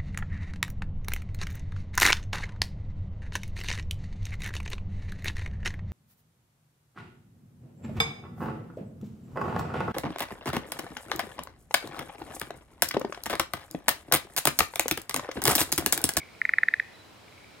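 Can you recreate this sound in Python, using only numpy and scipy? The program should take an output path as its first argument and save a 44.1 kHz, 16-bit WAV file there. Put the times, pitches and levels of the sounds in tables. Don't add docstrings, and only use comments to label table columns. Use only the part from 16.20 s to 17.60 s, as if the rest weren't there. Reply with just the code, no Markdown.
import sys
import numpy as np
from scipy import signal
from scipy.fft import rfft, irfft
from scipy.io import wavfile
from scipy.ndimage import uniform_filter1d

SR = 44100
rng = np.random.default_rng(int(sys.argv[2]) if len(sys.argv) > 2 else 0)


def wav_record(signal):
    frames = np.transpose(np.atleast_2d(signal))
    bounded = np.clip(frames, -1, 1)
    quanta = np.round(bounded * 32767).astype(np.int16)
    wavfile.write(sys.argv[1], SR, quanta)


N = 61739
TIME_S = np.arange(N) / SR

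# freq_hz, relative_density_db
AIR_SPECTRUM = [(15, -46), (25, -18.5), (60, -6), (95, 0), (160, -3), (260, -3), (470, -4), (900, -7),
                (1500, -9.5), (2300, -12.5), (2900, -13), (3800, -14), (5200, -17), (5900, -21),
                (9000, -24), (15500, -32)]
# freq_hz, correlation
AIR_CORRELATION = [(60, 1), (150, .38), (400, 0.18), (2000, 0.37), (10000, 0.12)]
# pitch_hz, level_db
WHINE_TONES = [(3996, -75.5), (14357, -88)]
# start_s, length_s, level_db
INSECT_CHIRPS = [(0.104, 0.049, -78), (0.733, 0.032, -59.5), (.788, 0.033, -59.5), (0.845, 0.015, -61),
                 (0.875, 0.034, -69), (1.107, 0.033, -65.5), (1.22, 0.033, -69), (1.342, 0.023, -69)]
# start_s, level_db
FAR_FROG_PULSES = [(.001, -41.5), (.087, -44), (.150, -45), (1.043, -55), (1.081, -47.5), (1.124, -45),
                   (1.179, -46.5), (1.2435, -44)]
# delay_s, gain_db
ECHO_PATHS = [(.0046, -27.5), (.0265, -31.5)]
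# centre_hz, width_hz, gain
THROAT_MODES = [(1780, 153, 0.47), (2670, 840, -0.22)]
# start_s, tone_db, start_pitch_hz, length_s, sac_hz, sac_db
NEAR_FROG_PULSES = [(0.2152, -10, 2178, 0.0024, 1500, 5), (0.2513, -10, 2247, 0.0027, 1620, 2.5),
                    (.29122, -9, 2213, 0.0024, 1453, 6), (0.3356, -8.5, 2178, 0.0025, 1450, 4),
                    (0.3831, -8.5, 2130, 0.003, 1460, 4), (0.4317, -9.5, 2140, 0.0034, 1450, 2.3),
                    (0.4835, -10.5, 2130, 0.0035, 1375, -6), (0.5373, -11, 2130, 0.0035, 1354, -7),
                    (0.5969, -14, 2157, 0.0037, 1355, -7.5)]

ATTACK_S, RELEASE_S, SAG_HZ_PER_S = 0.0011, 0.002, 116000


def undb(db):
    return 10 ** (np.asarray(db) / 20)


def ramp(u):
    return .5 + .5 * np.sin(np.pi * np.clip(u, -.5, .5))


def resonate(x, hz, width_hz):
    return signal.lfilter(*signal.iirpeak(hz, hz / width_hz, fs=SR), x)


def band_noise(hz, width_hz):
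    noise = resonate(resonate(rng.standard_normal(N), hz, width_hz), hz, width_hz)
    return noise / noise.std()


def wavering_tone(hz, waver_hz, steps_per_s):
    hold = int(SR / steps_per_s)
    steps = np.repeat(rng.standard_normal(N // hold + 1), hold)
    drift = 1.3 * uniform_filter1d(uniform_filter1d(steps, hold), hold)[:N]
    return np.sqrt(2) * np.sin(2 * np.pi * np.cumsum(hz + waver_hz * drift) / SR)


def per_bin(table):
    hz, values = np.array(table).T
    bin_hz = np.maximum(np.arange(N // 2 + 1) * SR / N, 1)
    return np.interp(np.log(bin_hz), np.log(hz), values)


def air(level_db=-52.5):
    alike = per_bin(AIR_CORRELATION)
    noise = rfft(rng.standard_normal((3, N)))
    ears = np.sqrt(alike) * noise[2] + np.sqrt(1 - alike) * noise[:2]
    shaped = irfft(undb(per_bin(AIR_SPECTRUM)) * ears, N)
    return undb(level_db) * shaped / shaped.std()


def whines():
    return sum(undb(db) * wavering_tone(hz, waver_hz=5, steps_per_s=56) for hz, db in WHINE_TONES)


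def insect(edge_s=0.021):
    envelope = sum(undb(db) * ramp((TIME_S - start_s) / edge_s)
                   * ramp((start_s + length_s - TIME_S) / edge_s)
                   for start_s, length_s, db in INSECT_CHIRPS)
    return envelope * wavering_tone(hz=3970, waver_hz=7.7, steps_per_s=89)


def lingering_call(start_db=-44, t60_s=.36):
    return undb(start_db - 60 * TIME_S / t60_s) * band_noise(hz=2250, width_hz=250)


def foliage_scatter(x, t60_s, onset_s=0.022):
    noise = rng.standard_normal((3, N))
    envelope = undb(-60 * TIME_S / t60_s) * (1 - np.exp(-TIME_S / onset_s))
    tail = (noise[:2] + noise[2]) * envelope
    tail /= np.sqrt(np.sum(tail ** 2, axis=1, keepdims=True))
    return signal.fftconvolve(x[None], tail, axes=1)[:, :N]


def echoes(x):
    return sum(undb(db) * np.interp(TIME_S - delay_s, TIME_S, x, left=0) for delay_s, db in ECHO_PATHS)


def frog_pulse(start_s, hz, length_s, attack_s):
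    age_s = TIME_S - start_s
    envelope = ramp(age_s / attack_s - .5) * ramp((length_s - age_s) / RELEASE_S)
    return envelope, 2 * np.pi * (hz * age_s - SAG_HZ_PER_S * age_s ** 2 / 2)


def far_frog(pitch_hz=2497, length_s=0.0033, scatter_db=3.5):
    call = np.zeros(N)
    for start_s, db in FAR_FROG_PULSES:
        envelope, phase = frog_pulse(start_s, pitch_hz, length_s, ATTACK_S)
        call += undb(db) * envelope * np.sin(phase)
    return call + undb(scatter_db) * foliage_scatter(call, t60_s=3.3)


def vocal_sac(drive, attack_s=0.0041, decay_s=0.00076, band_hz=(1320, 2520), floor_hz=1210):
    swing = np.zeros(N)
    for start_s, *_, sac_hz, sac_db in NEAR_FROG_PULSES:
        age_s = np.maximum(TIME_S - start_s, 0)
        envelope = ramp(age_s / attack_s - .5) * np.exp(-age_s / decay_s)
        swing += undb(sac_db) * envelope * np.sin(2 * np.pi * sac_hz * age_s)
    radiated = signal.sosfilt(signal.butter(2, band_hz, "band", fs=SR, output="sos"), drive - swing)
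    return signal.sosfilt(signal.ellip(3, .5, 40, floor_hz, "high", fs=SR, output="sos"), radiated)


def throat_clicks(gain_db=-17, hz=4600, width_hz=1300, delay_s=0.00084):
    impulses = np.zeros(N)
    for start_s, db, *_ in NEAR_FROG_PULSES:
        impulses[int((start_s + delay_s) * SR)] += undb(db + gain_db)
    return resonate(resonate(impulses, hz, width_hz), hz, width_hz)


def snaps(gain_db=-35, decay_s=0.0026):
    envelope = np.zeros(N)
    for start_s, db, *_ in NEAR_FROG_PULSES:
        age_s = np.maximum(TIME_S - start_s, 0)
        envelope += undb(db + gain_db) * ramp(age_s / ATTACK_S - .5) * np.exp(-age_s / decay_s)
    return envelope * band_noise(hz=3950, width_hz=1500)


def near_frog(first_attack_s=.0015, harsh_db_per_s=34.5, rasp_db_per_s=134, grit_top_hz=5300):
    starts_s = [row[0] for row in NEAR_FROG_PULSES]
    tone, octave, rasp_envelope = np.zeros((3, N))
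    for start_s, db, hz, length_s, *_ in NEAR_FROG_PULSES:
        attack_s = np.interp(start_s, [starts_s[0], starts_s[-1]], [first_attack_s, ATTACK_S])
        envelope, phase = frog_pulse(start_s, hz, length_s, attack_s)
        tone += undb(db) * envelope * np.sin(phase)
        octave += undb(db) * envelope ** 2 * np.sin(2 * phase)
        rasp_envelope += undb(db + rasp_db_per_s * (start_s - starts_s[-1])) * envelope
    throat = sum(gain * resonate(tone, hz, width_hz) for hz, width_hz, gain in THROAT_MODES)
    voice = vocal_sac(tone + throat)
    overtone = undb(-26.5) * resonate(octave, hz=3580, width_hz=380)
    upper_ring = resonate(voice, hz=2520, width_hz=90)
    harshness = undb(harsh_db_per_s * (TIME_S - np.mean(starts_s)))
    onsets = snaps() + throat_clicks()
    rasp = undb(-29) * rasp_envelope * band_noise(hz=3160, width_hz=1300)
    grit = signal.sosfilt(signal.butter(6, grit_top_hz, fs=SR, output="sos"), onsets + rasp)
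    return voice + harshness * (overtone + upper_ring) + grit


def scene(left_minus_right_db=-.7, scatter_db=-24.5):
    frog = near_frog()
    pan = undb(np.array([[left_minus_right_db], [-left_minus_right_db]]) / 2)
    near = pan * (frog + echoes(frog))
    leaf_peak = undb(13.5) * resonate(frog, hz=2510, width_hz=193)
    bushes = undb(scatter_db) * foliage_scatter(frog + leaf_peak, t60_s=0.61)
    return near + bushes + far_frog() + lingering_call() + insect() + air() + whines()


def record(dry):
    cutoff_hz = 15900
    return signal.sosfilt(signal.ellip(10, .2, 70, cutoff_hz, fs=SR, output="sos"), dry)


dry = scene()
out = record(dry)
wav_record(out)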